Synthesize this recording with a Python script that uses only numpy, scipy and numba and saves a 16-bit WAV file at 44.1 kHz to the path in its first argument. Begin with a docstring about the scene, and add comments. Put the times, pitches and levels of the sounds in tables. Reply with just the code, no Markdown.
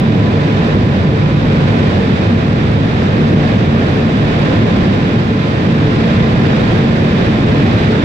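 """Shell rumble leads in the driver's cab of a magnetically levitated train at speed, heard by two spaced microphones.
Guideway and airflow shake the shell and ring the low modes of the cab; panels roar, air rushes along the nose:
each is coloured noise through the cab resonances, swelling with speed and gusts.
The linear motor whines faintly, a wavering sine that climbs with speed, over a fine treble hiss.
A fast limiter holds the loud bass."""
import sys
import numpy as np
from scipy import signal
from scipy.fft import rfft, irfft, next_fast_len
from scipy.io import wavfile
from scipy.ndimage import uniform_filter1d
from numba import njit

SR = 44100
rng = np.random.default_rng(int(sys.argv[2]) if len(sys.argv) > 2 else 0)


def gain_from_db(level_db):
    """Convert decibel levels to linear amplitude factors (20 dB per decade)."""
    decades = np.asarray(level_db, float) / 20
    return 10 ** decades


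def generate_wav(sig):
    """Save sig (samples, or channels by samples) to the path in sys.argv[1] as 16-bit PCM at SR."""
    pcm = np.round(np.clip(np.atleast_2d(sig).T, -1, 1) * 32767).astype(np.int16)
    wavfile.write(sys.argv[1], SR, pcm)


N = 354563
T = np.arange(N) / SR  # s
SIZE = next_fast_len(N)  # FFT length, samples
HZ = np.maximum(np.arange(SIZE // 2 + 1) * SR / SIZE, 1)  # FFT bins, kept off 0 for the logarithm


def shell_rumble(shake_db):
    """Guideway and airflow shake the shell: low noise, rising as the train gains speed."""
    # shell colour: f/Hz, level/dB
    shell_colour = [(15, -31.5), (32, -19), (47, -21), (62, -14.5), (76, -13), (88, -3.5), (130, -7.5),
                    (200, -7), (315, -14.5), (330, -20.5), (420, -44), (900, -110)]
    start_db, rise_db_per_s = -15.5, 0.1147
    level_db = start_db + rise_db_per_s * T + shake_db + 0.23 * walk(2.5)
    return gain_from_db(level_db) * field(shell_colour)


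def panel_roar(gust_db, shake_db, buffet):
    """Panels roar in the middle range, driven partly by the air on the nose and partly by the shell."""
    # panel colour: f/Hz, level/dB
    panel_colour = [(120, -71), (250, -22.5), (330, -2), (450, 1.5), (560, 0), (700, -2.5), (950, -8),
                    (1200, -8), (1500, -47.5), (2500, -100)]
    start_db, rise_db_per_s = -23.5, 0.11
    rush_share = 0.71  # the shell drives the rest
    drive_db = rush_share * gust_db + (1 - rush_share) * shake_db
    level_db = start_db + rise_db_per_s * T + drive_db + 0.5 * buffet + 0.21 * walk(17)
    return gain_from_db(level_db) * field(panel_colour)


def air_rush(flow_db, buffet):
    """Air rushes along the nose: broad noise that follows speed, gusts and buffeting."""
    # rush colour: f/Hz, level/dB
    rush_colour = [(500, -66.5), (1000, -20), (1300, 1.5), (1900, -1), (2500, -5), (2750, -6), (3700, -8),
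                   (4150, -12.5), (5050, -16.5), (5600, -23), (6100, -23), (6400, -25), (8000, -31.5),
                   (9300, -51.5), (11000, -76.5)]
    level_db = -29.5 + flow_db + 0.52 * buffet + 0.42 * walk(22)
    return gain_from_db(level_db) * field(rush_colour)


def motor_whine():
    """Slots of the guideway winding pass at a rate set by speed; the tone wavers a little in pitch and level."""
    # whine coming forward out of the rush: middle/s, length/s, swell/dB, extra lag of left/rad
    whine_swells = [(.5, 1.7, 10, .4), (1.7, .7, 5, 0), (4.6, .8, 9, -.7), (5.5, .7, 7, 0), (6.2, .5, 7, 0),
                    (6.9, .6, 5, 0), (7.65, .8, 10, 2)]
    start_hz, rise_hz_per_s, wander_hz = 1000, 4.2, 3.5
    base_db, base_lag_rad = -49.5, 0.9
    swell_db, more_lag_rad = swells(whine_swells)
    f_hz = start_hz + rise_hz_per_s * T + wander_hz * walk(25)
    phase_rad = 2 * np.pi * np.cumsum(f_hz) / SR
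    lag_rad = base_lag_rad + more_lag_rad + 0.4 * walk(8)
    rms = gain_from_db(base_db + swell_db + 2.5 * walk(14))
    left = 0.8 * np.sin(phase_rad - lag_rad)
    right = 1.2 * np.sin(phase_rad)
    return np.sqrt(2) * rms * np.array([left, right])


def fine_hiss(flow_db, buffet):
    """The finest hiss rises with the air rush, less steeply, with faint rustles."""
    # hiss colour: f/Hz, level/dB
    hiss_colour = [(6000, -50), (8000, -20), (9500, -3), (12000, -1), (14300, -1), (14850, 3), (15700, -3),
                   (15800, -60)]
    # rustles in the highest treble: middle/s, length/s, swell/dB
    rustles = [(3.85, .35, 2.5), (6.78, .04, 4.5), (7.65, .3, 3)]
    level_db = -67 + 0.6 * flow_db + swells(rustles) + 0.6 * buffet + 0.6 * walk(25)
    return gain_from_db(level_db) * field(hiss_colour)


def field(colour):
    """Coloured noise ringing in the cab, partly shared by two spaced microphones; rms 1 over the pair."""
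    # resonances of cab and panels: f/Hz, width at half the lift/Hz, lift/dB
    cab_modes = [(33, 10, 7), (63, 12, 5), (108, 18, 6), (147, 14, 10.5), (172, 14, 4), (196, 14, 6),
                 (228, 12, 10), (250, 10, 2.5), (272, 16, 5.5), (299, 14, 6), (316, 10, 4), (354, 26, 9),
                 (395, 12, 6), (434, 14, 8), (456, 16, 3.5), (503, 16, 4), (540, 24, 2), (605, 20, 2),
                 (1070, 70, 2), (1615, 45, 1.5), (1775, 40, 2.5), (2490, 140, 2.5), (2970, 50, 2),
                 (3690, 60, 1.5)]
    # likeness between the microphones: f/Hz, likeness/0-1
    likeness = [(20, .98), (130, .995), (240, .98), (340, .88), (410, .4), (500, .58), (720, .08),
                (1000, .3), (1400, .68), (2000, .2), (2500, .45), (4000, .22), (8800, .3), (12000, .15),
                (14900, .45)]
    # phase by which left leads: f/Hz, lead/rad
    left_lead = [(0, 0), (70, -.3), (400, -.1), (750, -.1), (1050, -2.7), (1500, -3.3), (2450, -5.9),
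                 (2850, -8.8), (3700, -12.4), (4250, -14.8), (5700, -18.5), (8300, -24.8), (16000, -31.6)]
    # level of left minus right: f/Hz, difference/dB
    left_lean = [(60, 1.5), (110, -1.0), (200, -1.0), (380, 1.5), (700, -4), (1290, -3.5), (2380, -3.0),
                 (4000, -5), (5000, -7), (6000, -3), (8120, -3.5), (10300, 3), (13000, 2.5), (15000, 0.5)]
    ring_db = sum(db / (1 + (2 * (HZ - hz) / width) ** 2) for hz, width, db in cab_modes)
    shared, other = rfft(rng.standard_normal((2, SIZE)))
    alike = np.clip(on_hz(likeness), 0, 1)
    lead = np.exp(1j * np.interp(HZ, *np.transpose(left_lead)))
    left = alike * lead * shared + np.sqrt(1 - alike ** 2) * other
    half_lean_db = on_hz(left_lean) / 2
    pair = np.array([left * gain_from_db(half_lean_db), shared * gain_from_db(-half_lean_db)])
    noise = irfft(pair * gain_from_db(on_hz(colour) + ring_db), SIZE)[:, :N]
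    return noise / np.sqrt(np.mean(noise ** 2))


def on_hz(table):
    """A table of f/Hz and value, read on a log-frequency axis."""
    hz, value = np.transpose(table)
    return np.interp(np.log(HZ), np.log(hz), value)


def swells(rows):
    """Bell-shaped swells summed per column after the length, which is the width at about a third of the height."""
    return sum(np.outer(peaks, np.exp(-(2 * (T - middle_s) / length_s) ** 2))
               for middle_s, length_s, *peaks in rows)


def walk(rate_hz):
    """Random levels held 1 / rate_hz and slewed twice; spread near 1."""
    hold = int(SR / rate_hz)
    steps = np.repeat(rng.standard_normal(N // hold + 1), hold)
    slewed = uniform_filter1d(uniform_filter1d(steps, hold), hold)
    return 1.3 * slewed[:N]


def scene():
    """Rumble, roar and rush share the gusts, roar, rush and hiss the buffeting; each also flickers alone."""
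    # gusts and one lull on the nose: middle/s, length/s, swell of rush/dB, swell of shell/dB
    gusts = [(.6, 0.65, 1, 0.5), (1.75, .7, 2, 1.5), (3.35, 0.4, 1, 3), (4.65, 0.48, 2, 2),
             (5.3, 0.4, -1, -2.5), (6.5, 1, 1.34, 1.5), (7.65, 0.39, 2.5, 2.5)]
    gust_db, shake_db = swells(gusts)
    flow_db = 0.2648 * T + gust_db  # rises in dB/s as the train gains speed evenly
    buffet = walk(11)
    rumble = shell_rumble(shake_db)
    roar = panel_roar(gust_db, shake_db, buffet)
    rush = air_rush(flow_db, buffet)
    return rumble + roar + rush + motor_whine() + fine_hiss(flow_db, buffet)


@njit
def limit(x, top, ratio, attack, release):
    """One gain for both channels, pulled down fast by the louder one and smoothed once more."""
    y, envelope, gain = np.empty_like(x), top, 1.
    for i in range(x.shape[1]):
        peak = max(abs(x[0, i]), abs(x[1, i]))
        envelope += (peak - envelope) * (attack if peak > envelope else release)
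        target = min(1., (top / envelope) ** (1 - 1 / ratio))
        gain += (target - gain) * attack
        y[0, i], y[1, i] = x[0, i] * gain, x[1, i] * gain
    return y


def roll_off(x):
    """The treble ends steeply here."""
    return signal.sosfilt(signal.butter(12, 15820, fs=SR, output="sos"), x)


def record(dry):
    """Fast limiter on the bass peaks, then a converter that rounds off what slips through."""
    attack_s, release_s = 0.00028, 0.013
    held = limit(gain_from_db(4.0) * dry, 0.52, 2.0, 1 / (attack_s * SR), 1 / (release_s * SR))
    rounded = held / (1 + held ** 10) ** (1 / 10)
    return roll_off(rounded)


dry = scene()
out = record(dry)
generate_wav(out)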